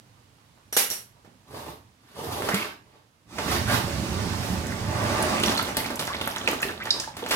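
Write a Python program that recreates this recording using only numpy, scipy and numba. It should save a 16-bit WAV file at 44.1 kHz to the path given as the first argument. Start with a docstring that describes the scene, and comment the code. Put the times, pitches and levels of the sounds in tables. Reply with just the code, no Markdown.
"""Under a car on a lift in a garage, over faint air: a hand bumps the casing and a steel tool clacks as
struck, damped resonances. The loosened drain plug then lets out spurts, clouds of tiny ringing air pockets.
Next thick oil falls in a rope and drums on a catch pan. As air enters the hole the stream breaks up into
slaps, bubbles, crackles and squelches. Hard walls ring after every sound but the air."""
import sys
import numpy as np
from scipy import signal
from scipy.fft import rfft, irfft
from scipy.io import wavfile
from numba import njit

SR = 44100
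rng = np.random.default_rng(int(sys.argv[2]) if len(sys.argv) > 2 else 0)


def to_wav(s):
    """Save 16-bit WAV."""
    ch = np.atleast_2d(s).T  # columns
    pcm = np.round(np.clip(ch, -1, 1) * 32767)  # PCM
    wavfile.write(sys.argv[1], SR, pcm.astype(np.int16))


N = 324379
T = np.arange(N) / SR  # s
FREQS = np.maximum(np.arange(N // 2 + 1) * SR / N, 1)  # Hz


def undb(db):
    """Logarithmic level: decibels to amplitude gain."""
    return 10 ** (np.asarray(db) / 20)


def unit(x):
    """Normalisation: scale to an rms of 1."""
    return x / np.sqrt(np.mean(x ** 2))


def lookup(points, hz=FREQS):
    """Logarithmic pitch axis: interpolate (Hz, value) points along it."""
    f, value = np.transpose(points)
    return np.interp(np.log(hz), np.log(f), value)


def curve(points):
    """Level envelope in dB: join (s, dB) points by straight lines, practically silent outside them."""
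    return np.interp(T, *np.transpose(points), left=-120, right=-120)


def colour(x, db):
    """Linear filtering: multiply the spectrum by a gain in dB for every frequency."""
    return irfft(rfft(x) * undb(db), N)


def walk(rate):
    """Random modulation: a wander of spread 1 with about `rate` turns a second."""
    return 1.2 * np.interp(T * rate, np.arange(4096), rng.standard_normal(4096))


def swell(start, attack):
    """Exponential build-up, squared for a smooth start, from silence to 1."""
    return (1 - np.exp(-np.maximum(T - start, 0) / attack)) ** 2


def add(track, s, sound):
    """Superposition: mix a sound in at a time in seconds."""
    i = int(s * SR)
    track[i:i + len(sound)] += sound[:N - i]


def burst(db, decay):
    """Impulsive excitation: a noise crack of even, coloured spectrum; a slower decay starts softer."""
    t = T[:SR // 3]
    gain = undb(np.interp(np.arange(len(t) // 2 + 1) * SR / len(t), FREQS, db))
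    attack = 1 - np.exp(-t / (0.054 * decay))
    # phases of a decaying noise keep the energy near the start
    scatter = np.angle(rfft(rng.standard_normal(len(t)) * attack * np.exp(-t / decay)))
    crack = irfft(gain * np.exp(1j * scatter), len(t))
    crack = crack * attack * np.exp(-t / (10 * decay))
    # a longer contact carries more energy
    return crack * np.sqrt(decay * SR / 2 / np.sum(crack ** 2))


def smack(hz, octaves):
    """Broad resonance in dB: a hump around its centre, tilted towards the bass."""
    away = np.log2(FREQS / hz)
    return -12 * np.log10(1 + (away / octaves) ** 4) - 1.33 * away


@njit
def rings(times, sizes, hz, t60, rise):
    """Damped oscillators: sines that swell over their first cycle and climb in pitch as they fade."""
    out = np.zeros(N)
    for k in range(len(times)):
        start, length, phase = int(times[k] * SR), int(t60[k] * SR) + 2, 0.
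        for i in range(min(length, N - start)):
            age = i / length
            phase += 2 * np.pi * min(hz[k] * (1 + rise[k] * age), .45 * SR) / SR
            attack = min(phase / (2 * np.pi), 1.)
            fade = np.exp(-np.log(1000) * age)  # 60 dB over the length
            out[start + i] += sizes[k] * attack * fade * np.sin(phase)
    return out


def grains(spectrum, rate, cycles, spread_db):
    """Granular texture: `rate` tiny bursting pockets a second, of random size and pitch, coloured as one."""
    when, pitch, size, life = rng.random((60000, 4))[:int(min(rate * N / SR, 60000))].T
    low, high = spectrum[0][0], spectrum[-1][0]
    hz = low * (high / low) ** pitch
    # sizes are exponential in dB; short high pockets are stronger, which keeps the cloud white
    sizes = undb(-abs(spread_db) * np.log(1 - .99 * size)) * hz / low
    t60 = cycles * (.5 + life) / hz
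    cloud = rings(when * N / SR, sizes, hz, t60, life * 0.33)
    return colour(cloud, lookup(spectrum))


# Likeness of the two channels in diffuse sound: frequency_hz, correlation [-1 to 1]
LIKENESS = [(100, 1), (250, 0.8), (500, 0.62), (1000, -0.2), (2500, 0)]


def diffuse(size):
    """Diffuse field: two channels of white noise, alike in the bass and unrelated in the treble."""
    hz = np.maximum(np.arange(size // 2 + 1) * SR / size, 1)
    likeness = np.clip(lookup(LIKENESS, hz), -1, 1)
    mid, side = rfft(rng.standard_normal((2, size)))
    mid = mid * np.sqrt((1 + likeness) / 2)
    side = side * np.sqrt((1 - likeness) / 2)
    return irfft(np.array([mid + side, mid - side]), size)


# Colour of the garage's still air: frequency_hz, level_db
AIR = [(15, -57), (25, -23), (123, -2.5), (153, -11.5), (293, -13.5), (384, -20.5), (503, -19), (607, -21),
       (962, -18), (1370, -23), (3920, -27), (10700, -33), (16000, -42)]
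AIR_DB, AIR_SAG_DB_PER_S = -57.5, 0.97  # level at the start; the hiss slowly sinks


def still_air():
    """Random noise: diffuse, coloured hiss that slowly sinks, with a slight wander in level."""
    level_db = AIR_DB - AIR_SAG_DB_PER_S * T + .5 * walk(3.8)
    return unit(colour(diffuse(size=N), lookup(AIR))) * undb(level_db)


# Reverberation of the garage: frequency_hz, t60_s
ROOM_T60 = [(100, 0.73), (500, 0.3), (1500, 0.33), (5000, 0.29), (14000, 0.28)]


def wall_ring(size):
    """Reverberation: one spot's answer to a click, early echoes and a quickening fade in each band."""
    noise, tail, t = rfft(diffuse(size)), 0, T[:size]
    hz = np.maximum(np.arange(size // 2 + 1) * SR / size, 1)
    for k, (_, t60) in enumerate(ROOM_T60):
        # overlapping bands that sum to 1
        band = lookup([(f, float(j == k)) for j, (f, _) in enumerate(ROOM_T60)], hz)
        fade = undb(-60 * (t / t60) ** 1.3)
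        fade = fade * (1 - np.exp(-t / 0.00013))
        tail = tail + irfft(noise * band, size) * fade / np.sqrt(np.sum(fade ** 2))
    return tail


def garage(x, wet_db, bass_wet_db, left_lead_ms, count):
    """Direct and reverberant sound: one side leads, and the source wanders over `count` spots that ring."""
    wet = undb(lookup([(200, bass_wet_db), (900, wet_db)]))  # ring relative to direct sound
    spectrum = rfft(x) / np.sqrt(1 + wet ** 2)
    lead = np.pi * FREQS * left_lead_ms / 1000 * np.array([[1], [-1]])  # half the lead on each side
    out = irfft(spectrum * np.exp(1j * lead), N)
    shares = np.array([np.exp(1.5 * walk(70)) for _ in range(count)])
    sent = irfft(spectrum * wet, N) * shares / np.sqrt(np.sum(shares ** 2, axis=0))
    for part in sent:
        out = out + signal.oaconvolve(part[None], wall_ring(size=32768), axes=1)[:, :N]
    return out


# Dull bumps of the hand on the casing: start_s, level_db, centre_hz, width_octaves, decay_s
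BUMPS = [(.173, -49, 950, 0.35, .003), (.384, -50, 1050, .4, .003), (.576, -45, 960, 0.53, 0.0017),
         (1.165, -47.5, 750, .6, .003), (1.247, -41.5, 390, 1.7, 0.0054), (1.276, -39, 223, 0.39, 0.004)]
# Bright, very short click as the tool snaps free, ringing in the garage:
# start_s, level_db, centre_hz, width_octaves, decay_s
TOOL_CLICK = [(.9022, -12, 9500, .7, .0006)]
# Thin films of oil cracking: start_s, level_db, centre_hz, width_octaves, decay_s
CRACKLES = [(4.668, -28, 8400, 0.34, 0.0022), (5.4, -21, 8500, 0.38, .0015), (5.43, -27, 7000, 0.3, 0.0018),
            (5.437, -16, 3200, .35, .003), (5.4616, -20, 5670, .15, 0.0015), (5.472, -21, 9350, .15, .002),
            (5.506, -35, 6500, .5, .002), (5.548, -28, 10500, .3, .003), (5.573, -27, 7000, .25, .002),
            (5.578, -17.5, 4240, 0.1, 0.0038), (5.591, -26, 8000, .7, .002), (5.595, -32, 2100, 0.51, .002),
            (5.6265, -24, 11500, .3, .003), (5.769, -14, 10700, 0.45, 0.002),
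            (5.77, -17.5, 4280, 0.15, 0.0017), (5.863, -28, 4700, 0.25, .003),
            (5.957, -26, 8500, 0.57, 0.0034), (5.993, -23.5, 4400, .4, .002), (6.031, -35, 3900, 0.3, .002),
            (6.052, -30, 8000, 0.37, .003), (6.071, -27.5, 7500, 0.58, 0.0031),
            (6.075, -26, 4970, 0.27, .002), (6.076, -19.5, 1150, 0.69, 0.003),
            (6.166, -28.5, 4270, 0.24, 0.0034), (6.213, -20.5, 3220, .25, .003),
            (6.258, -29, 12000, 0.46, 0.0025), (6.275, -22.5, 10900, 0.33, 0.0037),
            (6.275, -21, 1300, 0.83, .0025), (6.313, -31, 5400, 0.23, 0.0034),
            (6.368, -22.5, 1580, .4, 0.0037), (6.382, -28, 6200, .25, .004), (6.461, -29, 3880, .15, .002),
            (6.476, -13, 2500, 0.35, 0.0022), (6.487, -20.5, 5400, 0.5, 0.0027),
            (6.513, -23.5, 10200, 0.88, 0.0024), (6.604, -31.5, 6900, .15, 0.0033),
            (6.617, -26, 12500, 1, 0.0053), (6.63, -17.5, 2420, 0.24, 0.0028),
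            (6.838, -34, 13000, .4, .003), (6.854, -31, 4500, .6, .003),
            (6.9063, -10.5, 4870, 0.13, 0.0024), (6.9996, -18.5, 5630, .27, 0.0017),
            (7.284, -31.5, 10000, 1, 0.019)]


def ticks(rows):
    """Heavily damped impact: short toneless knocks or cracks, each a hump of noise around its centre."""
    out = np.zeros(N)
    for s, db, hz, octaves, decay in rows:
        add(out, s, undb(db) * burst(smack(hz, octaves), decay))
    return out


# Steel clacks: start_s, level_db, contact_decay_s, brightness_db_per_octave, ring_level_db,
# pitch_ratio, damping_ratio (pitch and width of the ring against the steel's own)
CLACKS = [(.7255, -24, 0.009, -.6, 1.5, 1.021, .55), (0.7655, -9, 0.0074, -0.36, -18, 1.04, 1),
          (0.77, -8, 0.0052, 2.1, -9, 1.04, 1), (0.9021, -17, 0.0007, 0.3, 4, 1, 1.3),
          (.909, -23, 0.007, 0, -1.5, .995, 1.1)]
# Colour of a clack's contact: frequency_hz, level_db
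CLACK = [(30, -37), (90, -12.5), (170, -10), (250, -2.5), (330, -7), (450, 1), (700, 0), (1000, -2.5),
         (1700, 0), (3000, -2), (5000, -3), (8000, -2), (12000, 0.5), (16000, -12)]
# Damped resonances of the hand-held steel: frequency_hz, nominal width_hz, level_db
STEEL = [(2800, 200, -8), (3950, 400, -9), (5680, 380, 6), (8850, 1100, -1.5), (11300, 1300, 1)]


def clacks():
    """Impact and modal ringing: a bright steel crack, and a short ring that the grip damps and detunes."""
    out = np.zeros(N)
    for s, db, decay, tilt_db, ring_db, pitch, damping in CLACKS:
        crack = burst(lookup(CLACK) + tilt_db * np.log2(FREQS / 1000), decay)
        power = 0
        for hz, width, mode_db in STEEL:
            detuning = 2.4 * (FREQS - hz * pitch) / (width * damping)
            power = power + undb(mode_db) ** 2 / (1 + detuning ** 2) ** 2
        ring = burst(10 * np.log10(power), decay)
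        add(out, s, undb(db) * (crack + undb(ring_db) * ring))
    return out


# Squeezed air pockets: start_s, length_s, level_db, first_pitch_hz, last_pitch_hz
SQUELCHES = [(2.508, .035, -31, 1550, 2100), (2.542, 0.065, -34, 1900, 2500),
             (2.61, 0.027, -32, 2500, 2750), (3.665, 0.099, -30.5, 1350, 1900),
             (4.693, 0.05, -38.5, 1840, 1840), (5.33, 0.11, -35.5, 2070, 2800),
             (5.841, 0.021, -35, 2050, 2450), (6.11, .048, -35.5, 1230, 2780),
             (6.597, 0.036, -39, 2120, 1020), (6.685, 0.026, -34.5, 1710, 1460),
             (6.798, .04, -35, 1300, 2640)]
SQUELCH_CYCLES, SQUELCH_SCATTER_OCTAVES = 16, .12  # cycles each pop takes to fade 60 dB; pitch scatter


def squelches(count):
    """Cavity resonance: oil squeezes an air pocket, and a run of tiny pops follows its course of pitch."""
    out = np.zeros(N)
    for s, length, db, first_hz, last_hz in SQUELCHES:
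        along = (np.arange(count) + rng.random(count)) / count  # 0 to 1
        glide = first_hz * (last_hz / first_hz) ** along
        hz = glide * 2 ** (SQUELCH_SCATTER_OCTAVES * rng.standard_normal(count))
        sizes = np.sqrt(np.sin(np.pi * along)) * rng.random(count)
        pops = rings(s + length * along, sizes, hz, SQUELCH_CYCLES / hz, np.zeros(count))
        out += undb(db) * pops * np.sqrt(length * SR / np.sum(pops ** 2))
    return out


# Single bubbles: start_s, level_db, pitch_hz, film_snap_db (relative to the bubble)
BUBBLES = [(2.537, -25.5, 420, -17), (2.535, -15.5, 184.3, -32), (5.225, -16.5, 9170, -10),
           (5.27, -26, 283, -5), (5.436, -20, 2810, 0), (5.461, -19, 5600, -14), (5.593, -18, 1287, -2.5),
           (5.771, -29, 230, -10), (5.802, -24, 2050, -18), (6.077, -28, 1580, -6), (6.101, -24, 1046, -10),
           (6.475, -14, 2460, -9.5), (6.485, -28, 484, 6), (6.502, -25, 285, -17), (6.531, -28, 1170, -11),
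           (6.6291, -18, 1763, -14), (6.629, -16.5, 2560, -14), (6.649, -25, 372, -2.5),
           (6.69, -34, 440, 1), (6.802, -30.5, 1400, -4), (6.869, -25, 1765, -5), (6.87, -30.5, 1147, 2.5),
           (6.906, -9, 4740, -20), (6.906, -13, 5270, -15), (6.9061, -10.5, 3750, -21),
           (6.9989, -20.5, 5100, -3), (7.0, -28, 6700, -18), (7.038, -30.5, 1640, -9),
           (7.075, -26, 842, -8), (7.224, -30, 870, -6), (7.227, -27, 456, -4)]
# t60 in s at 1 kHz, the power of pitch by which it shortens, and the climb as a share of pitch
BUBBLE_T60_S, BUBBLE_DAMPING, BUBBLE_RISE = 0.069, 0.46, 0.414
BRIEF_BUBBLE_HZ = 4130  # bubbles above this pitch burst before they can climb far
SNAP_OCTAVES, SNAP_DECAY_S = 0.79, 0.0071  # width and decay of a film's snap


def bubbles():
    """Bubble resonance: trapped air rings and climbs as it nears the surface; small bubbles die sooner."""
    s, db, hz, _ = np.array(BUBBLES, float).T.copy()
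    khz = hz / 1000
    rise = BUBBLE_RISE / (1 + (hz / BRIEF_BUBBLE_HZ) ** 2)
    return rings(s, undb(db), hz, BUBBLE_T60_S / khz ** BUBBLE_DAMPING, rise)


def snaps():
    """Film rupture: each bubble's skin breaks with a short noise snap around its pitch."""
    out = np.zeros(N)
    for s, db, hz, snap_db in BUBBLES:
        add(out, s, undb(db + snap_db) * burst(smack(hz, SNAP_OCTAVES), SNAP_DECAY_S))
    return out


# Colour of the froth: frequency_hz, level_db
FROTH = [(500, -7), (900, 0), (1600, 4.5), (2300, -2), (3000, -9)]
# Froth whipped up by the slackening stream: time_s, level_db
FROTH_LEVEL = [(4.85, -43), (5.0, -36), (5.4, -37), (5.7, -59)]


def froth():
    """Bubble cloud: many small resonators, each at its own pitch."""
    return unit(grains(FROTH, rate=900, cycles=18, spread_db=1.5)) * undb(curve(FROTH_LEVEL))


TEAR_S, TEAR_WIDTH_S = 5.45, 0.12  # air enters the hole and tears the rope of oil


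def torn():
    """Smooth transition: how far the rope of oil has torn, 0 to 1."""
    return .5 + .5 * np.tanh((T - TEAR_S) / TEAR_WIDTH_S)


# Colour of the loose droplets: frequency_hz, level_db
DROPLETS = [(600, -1), (1100, 3.5), (2200, -4.5), (3500, 2.5), (7000, -24), (11000, -47)]
# Splashing of the free stream, which the droplets follow too: time_s, level_db
FLOW = [(3.26, -66), (3.31, -46.5), (3.39, -35), (4.25, -34), (4.85, -36.5), (5.1, -29), (5.52, -29),
        (5.72, -41), (6.15, -37.5), (6.6, -42), (6.95, -43.5), (7.13, -53.5), (7.22, -43.5), (7.36, -31.5)]
DROPLET_DB = -2.5  # relative to the splashing


def droplets():
    """Jet break-up: fine drops from the torn rope crackle on the pool."""
    drops = grains(DROPLETS, rate=260, cycles=6, spread_db=2.6)
    return unit(drops) * torn() * undb(curve(FLOW) + DROPLET_DB)


# Resonances of the pan: frequency_hz, width_hz, boost_db
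PAN = [(220, 135, 9.5), (618, 33, 6.5), (874, 49, 3.5), (1140, 46, 3), (1820, 100, 1)]


def pan_boost():
    """Resonant gain in dB that the pan gives to the slaps, plops and spatter."""
    return sum(db / (1 + (2 * (FREQS - hz) / width) ** 2) for hz, width, db in PAN)


# Lumps of oil slapping into the pan: start_s, level_db, centre_hz, decay_s, spray_db (relative)
SLAPS = [(2.421, -20, 870, 0.0032, -28), (2.487, -15.5, 910, 0.0074, -10), (2.543, -26.5, 1490, 0.0051, 10),
         (3.383, -20.5, 1000, 0.01, -24), (5.434, -23, 2630, 0.004, 6.5), (5.574, -23.5, 2980, 0.0073, -4),
         (5.768, -20, 1280, 0.007, 2.5), (5.788, -22, 900, .004, -18), (5.859, -25.5, 1000, 0.0068, -6),
         (5.901, -24.5, 597, 0.016, -9), (5.993, -33, 1500, 0.0091, 12), (6.011, -20.5, 700, .003, -7),
         (6.024, -23, 990, .003, -7), (6.076, -23, 900, 0.0029, -8), (6.146, -25, 800, .003, -6),
         (6.212, -23, 436, 0.0063, -3.5), (6.274, -18.5, 850, 0.0027, -9), (6.362, -24.5, 925, 0.0029, 0),
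         (6.476, -17, 1300, 0.0042, -7), (6.531, -21.5, 646, 0.0059, -8), (6.624, -29.5, 1000, 0.011, 6),
         (6.856, -25, 1000, 0.0041, -5), (7.167, -31.5, 613, 0.0073, 2), (7.262, -22.5, 1270, 0.0036, -11),
         (7.307, -17.5, 1730, 0.024, -3.5)]
# Colour of the finer mist from squirts and slaps: frequency_hz, level_db
MIST = [(3500, 3), (5400, 0.5), (7500, -4), (9500, -2), (12000, 0), (14500, -5), (16500, -16)]
SLAP_OCTAVES = 1.37  # width of a slap's smack


def slaps():
    """Liquid impact: each lump lands with a wet smack and a puff of spray."""
    out, pan, mist = np.zeros(N), pan_boost(), lookup(MIST)
    for s, db, hz, decay, spray_db in SLAPS:
        landing = burst(smack(hz, SLAP_OCTAVES) + pan, decay)
        puff = undb(spray_db) * burst(mist, decay)
        add(out, s, undb(db) * (landing + puff))
    return out


# The pan's liveliest modes: frequency_hz, width_hz, level_db
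PAN_MODES = [(620, 40, 0), (868, 60, -6), (1150, 120, -5.5)]
# The slackening stream strikes a livelier part of the pan: time_s, level_db
PAN_SONG = [(4.8, -45), (4.95, -30), (5.25, -27), (5.42, -34.5), (5.7, -44.5), (6.3, -43), (7.3, -65)]
# Colour of the plops that drive the modes and fill the stream: frequency_hz, level_db
STREAM_PLOPS = [(180, -9.5), (290, -3), (400, -1.5), (500, -5.5), (900, -4.5), (1250, -9.5), (1900, -16.5)]
SLOSH_SHARE, SLOSH_RATE = .012, 14  # spread of the shift as a share of pitch; turns a second


def pan_song():
    """Forced modes: dense plops set the pan gurgling, and sloshing oil bends each mode's pitch."""
    plops = rfft(grains(STREAM_PLOPS, rate=900, cycles=5, spread_db=1.5))
    out = 0
    for hz, width, db in PAN_MODES:
        mode = irfft(plops * undb(db) / (1 + 2j * (FREQS - hz) / width), N)
        slosh_s = np.cumsum(SLOSH_SHARE * walk(SLOSH_RATE)) / SR
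        out = out + np.interp(T + slosh_s, T, mode)  # a varying delay bends the pitch
    return unit(out) * undb(curve(PAN_SONG))


def pour(gains, lumps_db, plop_colour, spatter_colour, spray_colour):
    """Air entrainment: falling oil folds in air and throws spatter and spray; lumps swell all three."""
    lumps = lumps_db * (walk(22) + walk(110))
    pan = pan_boost()
    plops = unit(colour(grains(plop_colour, rate=1100, cycles=4.2, spread_db=1.5), pan))
    spatter = unit(colour(grains(spatter_colour, rate=3000, cycles=18, spread_db=2.5), pan))
    spray = unit(grains(spray_colour, rate=7000, cycles=5, spread_db=1.8))
    return undb(lumps) * np.sum(gains * np.array([plops, spatter, spray]), axis=0)


# Gushes, first past the plug, later within the stream: start_s, length_s, level_db,
# spatter_db, spray_db, thud_db (the last three relative to the level)
GUSHES = [(1.444, .26, -40.5, -5.5, -8, -2.5), (1.97, 0.17, -60.5, 2.5, -2.5, 1),
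          (2.132, 0.38, -33.5, -5.5, -7, -5.5), (2.488, 0.16, -34.5, 2.5, -6.5, -12),
          (2.79, 0.18, -59, -3.5, -15, -17), (3.382, 0.18, -32, 1.5, -5.5, -2),
          (3.643, 0.1, -23.5, 2.5, -2.5, -1.5), (4.316, 0.21, -43.5, -19, 4.5, -12)]
GUSH_ATTACK_S, GUSH_RELEASE_S = 0.05, 0.019


def gush_gains():
    """Transient flow: gains of plops, spatter, spray and thuds as each gush swells, holds and dies away."""
    gains = np.zeros((4, N))
    for s, length, db, spatter_db, spray_db, thud_db in GUSHES:
        release = np.exp(-np.maximum(T - s - length, 0) / GUSH_RELEASE_S)
        shape = swell(s, GUSH_ATTACK_S) * release
        gains += undb(db) * np.outer(undb([0, spatter_db, spray_db, thud_db]), shape)
    return gains


# Colour of a gush's plops: frequency_hz, level_db
SPURT_PLOPS = [(180, -24), (300, -2.5), (410, 7.5), (520, 0.5), (620, 1.5), (900, 4), (1250, -3.5),
               (1900, -57)]
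# Colour of a gush's spatter: frequency_hz, level_db
GUSH_SPATTER = [(900, 5), (1500, 4), (2100, 0.5), (3000, -1.5), (4800, -5), (7500, -16)]
GUSH_LUMPS_DB = 2  # swell of its lumps


def gushes():
    """Spurting flow: plops, spatter and mist under short envelopes."""
    return pour(gush_gains()[:3], GUSH_LUMPS_DB, SPURT_PLOPS, GUSH_SPATTER, MIST)


# Colour of the stream's spatter: frequency_hz, level_db
SPATTER = [(900, 1), (1400, 3), (2200, 2), (3000, -1.5), (4800, -9.5), (7500, -33)]
# Colour of the stream's spray: frequency_hz, level_db
SPRAY = [(3500, 10), (5400, 9.5), (7500, 4), (9500, 2), (12000, -2.5), (14500, -4), (16500, -10)]
ROPE_S, ROPE_ATTACK_S, ROPE_DB = 3.235, 0.19, -30  # the unbroken rope lands, builds up and drums
# relative to the splashing; the spray thins as the head of oil falls
SPATTER_DB, SPRAY_DB, SPRAY_SAG_DB_PER_S = -5, -4.5, 0.9
ROPE_LUMPS_DB, TORN_LUMPS_DB = -0.06, 3.5  # swell of the stream's lumps before and after it tears


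def stream():
    """Free jet: plops, spatter and spray all follow the flow, which grows lumpy as the rope tears."""
    spray_db = SPRAY_DB - SPRAY_SAG_DB_PER_S * (T - ROPE_S)
    shares = np.array([np.ones(N), np.full(N, undb(SPATTER_DB)), undb(spray_db)])
    lumps_db = ROPE_LUMPS_DB + (TORN_LUMPS_DB - ROPE_LUMPS_DB) * torn()
    return pour(undb(curve(FLOW)) * shares, lumps_db, STREAM_PLOPS, SPATTER, SPRAY)


# Colour of the rope's thuds on the pan: frequency_hz, level_db
DRUM = [(25, -18), (45, -16), (75, -1.5), (115, 1), (150, -9.5), (185, -1.5), (235, -6), (300, -31),
        (450, -41)]
# Colour of a gush's lighter thuds: frequency_hz, level_db
GUSH_DRUM = [(40, -34), (72, 1), (110, 2.5), (180, -1.5), (260, -1), (400, -14)]
TEAR_DROP_DB, TEAR_SAG_DB_PER_S = 9, 5.5  # torn, the drumming drops, then keeps sagging


def drumming():
    """Viscous buckling: the rope folds and thuds on the pan, less once torn; gushes thud lightly."""
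    loss_db = TEAR_DROP_DB * torn() + TEAR_SAG_DB_PER_S * np.maximum(T - TEAR_S, 0)
    rope = unit(grains(DRUM, rate=600, cycles=8.2, spread_db=1.0))
    rope = rope * swell(ROPE_S, ROPE_ATTACK_S) * undb(ROPE_DB - loss_db)
    gush_thuds = unit(grains(GUSH_DRUM, rate=700, cycles=5.6, spread_db=2.0)) * gush_gains()[3]
    return rope + gush_thuds


# Where the oil lands: time_s, left_minus_right_db
PLACE = [(2.5, 2.5), (3.4, 0.5), (4.3, -1), (5.0, 1), (5.6, 1.8), (7.3, 2.5)]


def scene():
    """Superposition: air, tool and oil, each of the last two with its share of the garage's ring."""
    air = still_air()
    tool = garage(clacks() + ticks(BUMPS), wet_db=6.0, bass_wet_db=-1.5, left_lead_ms=0.15, count=4)
    click = garage(ticks(TOOL_CLICK), wet_db=5, bass_wet_db=-4, left_lead_ms=0.16, count=2)
    crackling = garage(ticks(CRACKLES), wet_db=-3.0, bass_wet_db=-6, left_lead_ms=0.16, count=2)
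    # bubbles burst at the open surface, in plain view of the microphone
    open_surface = bubbles() + droplets() + squelches(count=36)
    popping = garage(open_surface, wet_db=-7.5, bass_wet_db=-20.0, left_lead_ms=0.13, count=3)
    slapping = garage(slaps() + snaps(), wet_db=0.5, bass_wet_db=-4.0, left_lead_ms=0.12, count=2)
    splashes = gushes() + stream() + pan_song() + froth()
    splashing = garage(splashes, wet_db=4.5, bass_wet_db=-3.0, left_lead_ms=.12, count=5)
    pan = garage(drumming(), wet_db=-23, bass_wet_db=-5.5, left_lead_ms=-0.24, count=3)
    place = undb(np.interp(T, *np.transpose(PLACE)) * np.array([[.5], [-.5]]))
    oil = (splashing + slapping + popping + crackling + pan) * place
    return oil + tool + click + air


# Lean of the microphone: frequency_hz, left_minus_right_db
LEAN = [(100, -5), (1200, -5), (4500, -6.5), (9000, -0.7), (15000, -2)]
TOP_HZ = 15900


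def record(dry):
    """Band limiting: the microphone leans right, least in the treble, and cuts deepest bass and top treble."""
    leaning = colour(dry, lookup(LEAN) * np.array([[.5], [-.5]]))
    thinned = signal.sosfilt(signal.butter(4, 35, "high", fs=SR, output="sos"), leaning)
    return signal.sosfilt(signal.ellip(10, .2, 80, TOP_HZ, fs=SR, output="sos"), thinned)


dry = scene()
out = record(dry)
to_wav(out)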